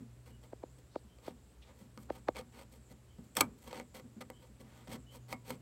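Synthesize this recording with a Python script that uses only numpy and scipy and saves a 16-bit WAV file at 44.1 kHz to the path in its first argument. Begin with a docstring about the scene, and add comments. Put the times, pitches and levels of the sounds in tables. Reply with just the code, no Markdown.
"""A pointed steel tool scrapes old paint off a wooden furniture panel, close by in a quiet room with hum and hiss.
A faint jab and a far peep open; dull, rubbed knocks follow as the tool is set down, then short gritty scrapes.
Two hard knocks lead into cracking flakes; past the middle the dug-in point slips free loudly with a big snap.
More flakes, jabs and scrapes follow to the end, over soft bumps and the clearest peep. Noise grains, cracks
and slips drive filters for paint, steel and wood; knocks are dispersed pulses, peeps are gliding sines."""
import sys
import numpy as np
from scipy import signal
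from scipy.fft import rfft, irfft
from scipy.io import wavfile

SR = 44100
rng = np.random.default_rng(int(sys.argv[2]) if len(sys.argv) > 2 else 0)


def generate_wav(signal):
    """Clip the signal to [-1, 1] and save it as 16-bit WAV at the path in sys.argv[1]."""
    frames = np.transpose(np.atleast_2d(signal))
    scaled = np.clip(frames, -1, 1) * 32767
    pcm = np.round(scaled).astype(np.int16)
    wavfile.write(sys.argv[1], SR, pcm)


N = 247401
TIME_S = np.arange(N) / SR

# colour of the room's air: hz, gain_db
AIR_COLOUR = [(20, -23.5), (40, -8), (60, 11), (95, 0), (160, -2.5), (250, -6), (450, -9.5), (800, -17.5),
              (1600, -22), (3200, -25.5), (6300, -29.5), (9000, -30.5), (12000, -33), (16000, -36)]
AIR_DB = -62
HISS_DB, HISS_HZ, HISS_WIDTH_HZ = -78.5, 7640, 1060
# second harmonic of the hum, before HUM_GAIN_DB: time_s, level_db
HUM_SECOND = [(0.0, -57), (0.3, -60.5), (1.54, -71.5), (2.0, -63.5), (3.48, -66.5), (3.6, -70.5),
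              (5.07, -61.5), (5.22, -56), (5.6, -61.5)]
MAINS_HZ, MAINS_DB, MAINS_WAVER_DB, HUM_GAIN_DB = 60.84, -68, 3, 1
# far peeps, before the direct and trail gains: start_s, pitch_hz, level_db, pitch_rise_share
FAR_PEEPS = [(.287, 2910, -72, .01), (1.069, 3100, -72.5, .01), (3.08, 3080, -71, .015),
             (4.326, 3080, -69, 0.018), (5.065, 3065, -63, .075)]
PEEP_LENGTH_S, PEEP_TRAIL_T60_S = 0.074, 0.2
ROOM_T60_S, ROOM_DB, ROOM_CUT_HZ = 0.099, -13.5, 1840
# soft bumps as the hand shifts its weight: start_s, level_db
HAND_BUMPS = [(.0, -47.5), (.298, -56.5), (1.041, -56.5), (1.304, -57.5), (1.809, -56.5), (1.976, -51),
              (2.909, -59), (3.182, -48), (4.037, -54.5), (4.164, -48.5), (4.49, -57), (4.604, -54.5),
              (4.882, -46.5), (4.94, -52), (5.33, -56), (5.507, -51)]
# colour of the bumps: hz, gain_db
BUMP_COLOUR = [(30, -36), (70, -9), (130, -2.5), (175, -3), (240, 7), (310, -10.5), (420, -10.5),
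               (700, -28), (1500, -31), (4000, -53)]
BUMP_DECAY_S, WORK_RUMBLE_DB = 0.038, -56.5  # rumble left by a moderate stroke
# dull knocks as the tool is set down: start_s, peak_db
TOOL_KNOCKS = [(0.5297, -35), (0.6344, -33), (0.9579, -27), (1.2783, -30.5), (2.1022, -24), (2.2854, -18.5)]
# colour of a knock: pitch_multiple, gain_db
THUMP_COLOUR = [(.1, -18), (.3, -10), (.6, 2), (1, 5), (1.45, -0.5), (2.1, -10), (3, -30.5), (5, -40),
                (12, -88)]
# a harder knock is higher and has more tick
MIDDLING_DB, KNOCK_HZ, KNOCK_HZ_PER_DB = -22, 569, 7
TICK_DB, TICK_DB_PER_DB = -9, 0.82  # relative to the thump
# rasps as the point skates over bare wood: start_s, length_s, centre_hz, level_db
WOOD_RASPS = [(0.903, 0.1, 4200, -72.5), (1.23, 0.077, 3470, -67), (1.616, 0.031, 2870, -64),
              (1.644, 0.067, 3330, -73), (4.632, 0.24, 1200, -71), (4.68, .17, 3140, -76)]
RASP_WIDTH_HZ = 1440
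# modes of the wooden panel: hz, gain_db, t60_s
PANEL_MODES = [(241.2, 14.5, 0.12), (305, 7, 0.034), (397, 8.5, 0.14), (497.6, 15, 0.066), (536, 9, 0.026),
               (637, 0, 0.101), (761.4, 11.5, 0.075), (906, 4, 0.053), (974, 3, 0.48), (1060, -2.5, 0.14),
               (1134, 2, 0.16), (1353, -36, 0.46), (1310, -4.5, 0.14), (1992, 0.5, 0.015), (2170, 6, 0.11),
               (2224, -11.5, 0.28), (2510, -12, 0.094)]
# resonances of the steel shaft: hz, width_hz, gain_db
SHAFT_MODES = [(3237, 140, 3.5), (4360, 330, 0.5), (5500, 39, -6), (6200, 160, -7), (8130, 315, 8),
               (12120, 820, -6.5)]
# twang of the steel as the point slips free: hz, width_hz, gain_db
TWANG_MODES = [(1160, 360, 3), (2360, 130, 11), (3410, 110, -0.5), (5420, 180, 5.5), (7900, 270, 11.5)]
# colour of crumbling paint: hz, gain_db
PAINT_COLOUR = [(60, -9.5), (200, -5), (450, -0.5), (1200, -1), (1650, -4.5), (2300, -2.5), (2800, -5.5),
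                (4500, -10.5), (7000, -13.5), (9500, -15), (13000, -13), (16000, -17.5)]
# sharp snaps: paint flakes breaking, and at 2.2855 s the tick of the hardest knock:
# start_s, level_db, brightness_db, wood_bite_db
SHARP_SNAPS = [(1.186, -51, -12, 11.5), (1.976, -35, -17, 4), (2.2855, -32, -20, -19),
               (2.359, -35.5, -9, 13), (2.368, -36.5, 4.5, 8), (3.185, -48, -14, 2.5),
               (3.353, -47.5, 19, -6), (3.4105, -7, -6, -8.5), (3.7294, -33, -4, 6), (3.799, -29, -20, 10),
               (3.948, -39.5, 0, -4), (4.3012, -39.5, 5.5, 13.5), (5.3274, -29.5, -6, 17.5),
               (5.505, -29, 3.5, 5.5)]
SNAP_DECAY_S = 0.00099
# slips of the dug-in point: peak_s, level_db, brightness_db, wood_kick_db
POINT_SLIPS = [(3.3699, -23, 8, -28), (3.4094, -17.5, 10, -27)]
SLIP_RISE_S, SLIP_FALL_S, SPRING_LAG_S, SPRING_DECAY_S = 0.002, 0.0024, 0.0054, 0.0074
# scrapes, which swell and let go: start_s, length_s, crest_db, brightness_db
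SCRAPE_STROKES = [(1.223, 0.093, -54, 0.5), (1.65, 0.08, -59.5, -20), (1.75, 0.11, -65, 10),
                  (1.974, 0.086, -68, 15.5), (2.105, 0.085, -55, 3.5), (2.349, 0.061, -41, -6),
                  (2.525, 0.11, -52, -1.5), (2.889, 0.042, -62, 9), (3.372, .03, -34.5, 4),
                  (3.583, 0.11, -67.5, 16), (3.658, 0.038, -49.5, -3), (3.697, 0.12, -45, -4.5),
                  (4.398, 0.077, -61.5, 4.5), (4.645, 0.23, -65.5, 5.5), (4.895, 0.069, -43, 1.5),
                  (5.111, 0.066, -54, 9.5), (5.304, .04, -48.5, 4), (5.45, 0.1, -47, 3)]
CREST_SHARE = 0.58  # where in its length a scrape is strongest
# jabs, which bite quickly and run out: start_s, fall_s, crest_db, brightness_db
JAB_STROKES = [(0.258, 0.043, -59, 5.5), (.429, 0.03, -58, 3), (.781, 0.013, -66, 11),
               (2.716, 0.051, -62, 11.5), (3.234, .04, -76, 19), (3.352, .012, -49, 6.5),
               (3.943, 0.048, -45, 1), (4.207, 0.012, -38.5, -4.5), (4.597, 0.022, -58.5, 7),
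               (4.873, 0.0055, -47, -10), (5.283, 0.022, -53, 3.5)]
JAB_RISE_S = 0.0077
# force entering the wood: gain at a moderate stroke, loss for each dB of harder work
MODERATE_DB, BITE_DB, BITE_LOSS_DB_PER_DB = -53, 0, 0.26
CUTOFF_HZ = 15900


def from_db(db):
    """Decibels to amplitude."""
    return 10 ** (np.asarray(db) / 20)


def rms_one(x):
    """Scale to an RMS of 1."""
    return x / np.sqrt(np.mean(x ** 2) + 1e-20)


def butter(x, hz, kind, order=2):
    """Causal Butterworth filter."""
    sos = signal.butter(order, hz, kind, fs=SR, output="sos")
    return signal.sosfilt(sos, x + 1e-18)


def drift(rate_hz):
    """Straight lines between normal random knots, rate_hz knots a second."""
    knots = rng.standard_normal(N)
    return np.interp(TIME_S * rate_hz, np.arange(N), knots)


def resonance(x, hz, width_hz):
    """Two-pole resonance with a gain of about 1 at its peak."""
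    r = np.exp(-np.pi * width_hz / SR)
    zeros = np.array([1, 0, -1]) * (1 - r * r) / 2
    poles = [1, -2 * r * np.cos(2 * np.pi * hz / SR), r * r]
    return signal.lfilter(zeros, poles, x + 1e-18)


def colour(x, spectrum, size=4096):
    """Minimum-phase filter that follows a short spectrum."""
    hz, db = np.transpose(spectrum)
    grid_hz = np.maximum(np.arange(size // 2 + 1) * SR / size, 1)
    gain = from_db(np.interp(np.log(grid_hz), np.log(hz), db))
    cepstrum = irfft(np.log(gain))
    # fold the cepstrum to make the filter causal
    cepstrum[1:size // 2] *= 2
    cepstrum[size // 2 + 1:] = 0
    response = irfft(np.exp(rfft(cepstrum)))
    return signal.fftconvolve(x, response)[:N]


def dying(start_s, decay_s):
    """Envelope that jumps to 1 and decays exponentially."""
    age_s = TIME_S - start_s
    return (age_s >= 0) * np.exp(-np.clip(age_s / decay_s, 0, 40))


def brighten(grit, force, bright_force, split_hz=6000):
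    """Grit split in two bands, the treble with a strength of its own."""
    low = butter(grit, split_hz, "low") * force
    high = butter(grit, split_hz, "high") * bright_force
    return low - high


def background(wander_rad=0.76, hiss_drift_hz=260, hiss_waver_db=2):
    """Room air, a narrow high hiss that wanders, and a wavering mains hum."""
    air = from_db(AIR_DB) * rms_one(colour(rng.standard_normal(N), AIR_COLOUR))
    centre_hz = HISS_HZ + hiss_drift_hz * drift(22)
    carrier = np.sin(2 * np.pi * np.cumsum(centre_hz) / SR)
    hiss = rms_one(butter(rng.standard_normal(N), HISS_WIDTH_HZ / 2, "low") * carrier)
    hiss *= from_db(HISS_DB + hiss_waver_db * drift(16))
    phase = 2 * np.pi * MAINS_HZ * TIME_S + wander_rad * drift(6.2)
    second_db = HUM_GAIN_DB + np.interp(TIME_S, *np.transpose(HUM_SECOND))
    first = from_db(MAINS_DB + MAINS_WAVER_DB * drift(25)) * np.sin(phase)
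    second = from_db(second_db) * np.sin(2 * phase)
    return air + hiss + np.sqrt(2) * (first + second)  # hum levels are RMS


def peeps(trail_db=-2.0, direct_db=-4, blur_hz=120, blur=1.0):
    """Faint thin whistles that rise a little, blurred by noise and an echo trail as if far off."""
    out = np.zeros(N)
    for start_s, hz, db, rise in FAR_PEEPS:
        on = (TIME_S > start_s) & (TIME_S < start_s + PEEP_LENGTH_S)
        part = (TIME_S[on] - start_s) / PEEP_LENGTH_S
        pitch_hz = hz * (1 + rise * (part - 0.5))
        swell = np.sqrt(2 * np.sin(np.pi * part))
        out[on] += from_db(db) * swell * np.sin(2 * np.pi * np.cumsum(pitch_hz) / SR)
    out *= rms_one(1 + blur * rms_one(butter(rng.standard_normal(N), blur_hz, "low")))
    age_s = TIME_S[:SR // 2]
    trail = rng.standard_normal(len(age_s)) * from_db(-60 * age_s / PEEP_TRAIL_T60_S)
    echoes = signal.fftconvolve(out, trail / np.linalg.norm(trail))[:N]
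    return from_db(direct_db) * out + from_db(trail_db) * echoes


def room(x, gap_s=0.00227, bright_db=-17, bright_t60_s=0.095):
    """Short noise tail of reflections; its weak wideband part dies slightly sooner than its dull part."""
    age_s = TIME_S[:SR // 2]
    dull, bright = rng.standard_normal((2, len(age_s))) * (age_s > gap_s)
    tail = butter(dull, ROOM_CUT_HZ, "low", order=4) * from_db(-60 * age_s / ROOM_T60_S)
    tail += bright * from_db(bright_db - 60 * age_s / bright_t60_s)
    return from_db(ROOM_DB) * signal.fftconvolve(x, tail / np.linalg.norm(tail))[:N]


def bumping(tip, soften_hz=45, give=0.81):
    """The piece rumbles under the hand and after each push of the tool, giving less to the hardest."""
    keep = np.exp(-1 / (BUMP_DECAY_S * SR))
    smooth_force = signal.lfilter([1 - keep], [1, -keep], np.abs(tip) + 1e-18)
    effort = smooth_force / from_db(MODERATE_DB)
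    push = from_db(WORK_RUMBLE_DB) * effort ** give
    push += sum(from_db(db) * dying(start_s, BUMP_DECAY_S) for start_s, db in HAND_BUMPS)
    rumble = rms_one(colour(rng.standard_normal(N), BUMP_COLOUR))
    return butter(push, soften_hz, "low", order=1) * rumble


def rubbing(rub_db=-23, lead_s=0.0051, low_hz=350, high_hz=1200):
    """Dull friction noise that swells into each knock and fades as fast after it."""
    press = np.zeros(N)
    for start_s, db in TOOL_KNOCKS:
        distance = np.abs(TIME_S - start_s) / lead_s
        press += from_db(db + rub_db) * np.exp(-np.clip(distance, 0, 40))
    return press * rms_one(butter(rng.standard_normal(N), [low_hz, high_hz], "band"))


def knocking(travel_s=0.00419, tick_low_hz=900, tick_high_hz=1900, rebound_s=0.00322,
             rebound_db=-15, size=4096):
    """A small tick at contact, a bending wave through the wood, highs first, and its return from the frame."""
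    out = np.zeros(N)
    grid_hz = np.maximum(np.arange(size // 2 + 1) * SR / size, 1)
    tick = butter(signal.unit_impulse(size), [tick_low_hz, tick_high_hz], "band")
    multiples, thump_db = np.transpose(THUMP_COLOUR)
    for start_s, db in TOOL_KNOCKS:
        hz = KNOCK_HZ + KNOCK_HZ_PER_DB * (db - MIDDLING_DB)
        tick_db = TICK_DB + TICK_DB_PER_DB * (db - MIDDLING_DB)
        gain = from_db(np.interp(np.log(grid_hz / hz), np.log(multiples), thump_db))
        # bending waves speed up with the root of frequency
        lag_cycles = 2 * travel_s * np.sqrt(grid_hz * hz)
        thump = irfft(gain * np.exp(-2j * np.pi * lag_cycles))
        parts = [(start_s, tick, db + tick_db),
                 (start_s, thump, db),
                 (start_s + rebound_s, thump, db + rebound_db)]
        for part_s, shape, peak_db in parts:
            i = int(part_s * SR)
            out[i:i + size] += from_db(peak_db) * shape / np.abs(shape).max()
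    return out


def rasping():
    """Dry, narrow friction noise that rises and falls with the movement."""
    out = np.zeros(N)
    for start_s, length_s, hz, db in WOOD_RASPS:
        part = np.clip((TIME_S - start_s) / length_s, 0, 1)
        swell = np.sqrt(np.abs(np.sin(np.pi * part)))
        band = resonance(rng.standard_normal(N), hz, RASP_WIDTH_HZ)
        band = resonance(band, hz, 2 * RASP_WIDTH_HZ)
        out += from_db(db) * swell * rms_one(band)
    return out


def panel(x):
    """The wood rings in its modes, each with its own decay."""
    return sum(from_db(db) * resonance(x, hz, np.log(1000) / (np.pi * t60_s))
               for hz, db, t60_s in PANEL_MODES)


def shaft(x):
    """The hand damps the steel, which broadens its resonances."""
    return sum(from_db(db) * resonance(x, hz, width_hz) for hz, width_hz, db in SHAFT_MODES)


def twanging(skid):
    """The skid of the freed point excites the steel."""
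    return sum(from_db(db) * resonance(skid, hz, width_hz) for hz, width_hz, db in TWANG_MODES)


def snapping(jolt=1.44, click=1.4):
    """A sharp crack of about a millisecond that jolts the panel: sound at the tip, force on the wood."""
    cracks = np.array([from_db(db) * dying(start_s, SNAP_DECAY_S) for start_s, db, _, _ in SHARP_SNAPS])
    brightness, bite = from_db(np.array(SHARP_SNAPS)[:, 2:].T)
    splinters = rng.choice([-1., 1.], N)
    force = cracks.sum(0)
    push = bite @ cracks
    # upward jumps at the onset of each crack
    onset, release = np.maximum(np.diff([force, push], prepend=0), 0)
    tip = brighten(splinters, force, brightness @ cracks) + click * onset
    return np.array([tip, splinters * push / 2 + jolt * release])


def slipping():
    """The point skids a few milliseconds, then the bent panel springs back: tip sound, force on the wood."""
    force, bright_force, wood_force = np.zeros((3, N))
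    for peak_s, db, bright_db, kick_db in POINT_SLIPS:
        age_s = TIME_S - peak_s
        loss = np.where(age_s < 0, (age_s / SLIP_RISE_S) ** 2, age_s / SLIP_FALL_S)
        skid = from_db(db) * np.exp(-np.minimum(loss, 40))
        force += skid
        bright_force += skid * from_db(bright_db)
        wood_force += from_db(kick_db) * dying(peak_s + SPRING_LAG_S, SPRING_DECAY_S)
    grit = rng.choice([-1., 1.], N)
    return np.array([brighten(grit, force, bright_force), grit * wood_force])


def catches(per_s=70, size=1.05, decay_s=0.0028):
    """The point catches on ridges of paint: brief surges of force over a steady drag."""
    surges = (rng.random(N) < per_s / SR) * rng.uniform(0, 2 * size, N)
    keep = np.exp(-1 / (decay_s * SR))
    return rms_one(1 + signal.lfilter([1], [1, -keep], surges + 1e-18))


def scraping(grains_per_s=6000, grain_db=0.5, judder_db=2.0, judder_rate_hz=260, onset_db=11,
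             release_db=9, lift=0.52, sheen_db=2.0):
    """Each stroke crushes a dense, juddering stream of paint grains: sound at the tip, force on the wood."""
    sizes = from_db(grain_db * np.minimum(rng.exponential(1, N), 4)) * rng.choice([-1, 1], N)
    struck = rng.random(N) < grains_per_s / SR
    grit = rms_one(sizes * struck * from_db(judder_db * drift(judder_rate_hz)))
    strokes = [(start_s, CREST_SHARE * length_s, (1 - CREST_SHARE) * length_s, db, bright_db)
               for start_s, length_s, db, bright_db in SCRAPE_STROKES]
    strokes += [(start_s, JAB_RISE_S, fall_s, db, bright_db)
                for start_s, fall_s, db, bright_db in JAB_STROKES]
    force, bright_force, wood_force = np.zeros((3, N))
    for start_s, rise_s, fall_s, db, bright_db in strokes:
        # touch, onset, crest, release, lifted
        steps_s = [-lift * rise_s / 2, lift * rise_s / 2, rise_s, fall_s, lift * fall_s]
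        corners_s = start_s + np.cumsum(steps_s)
        on = (TIME_S > corners_s[0]) & (TIME_S < corners_s[-1])
        shape_db = np.interp(TIME_S[on], corners_s, [-35, -onset_db, 0, -release_db, -35])
        swell = from_db(db + shape_db)
        force[on] += swell
        bright_force[on] += swell * from_db(bright_db)
        wood_force[on] += swell * from_db(BITE_DB - BITE_LOSS_DB_PER_DB * (db - MODERATE_DB))
    bright_force *= from_db(sheen_db * drift(120))  # hard and soft patches of paint
    return np.array([brighten(grit, force, bright_force), grit * wood_force])


def scene(knock_ring_db=-22, ping_hz=4300, ping_width_hz=500, ping_db=5):
    """Tool work sounds through paint, steel, wood and room; knocks are nearly dead, with a brief steel ping."""
    slips = slipping()
    contact = scraping() * catches() + slips + snapping()
    tip, on_wood, skid = (colour(x, PAINT_COLOUR) for x in (*contact, slips[0]))
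    work = tip + shaft(tip) + twanging(skid) + rasping() + panel(on_wood)
    knocks = knocking() + rubbing()
    knock_ring = from_db(knock_ring_db) * panel(knocks)
    ping = from_db(ping_db) * resonance(knocks, ping_hz, ping_width_hz)
    close = work + room(work) + knocks + knock_ring + ping + bumping(contact[0])
    return (close + peeps() + background())[None]


def record(dry, low_cut_hz=36):
    """The microphone drops the deepest bass; the top is cut steeply."""
    thin = butter(dry, low_cut_hz, "high", order=4)
    top_cut = signal.ellip(10, 0.1, 80, CUTOFF_HZ, fs=SR, output="sos")
    return signal.sosfilt(top_cut, thin)


dry = scene()
out = record(dry)
generate_wav(out)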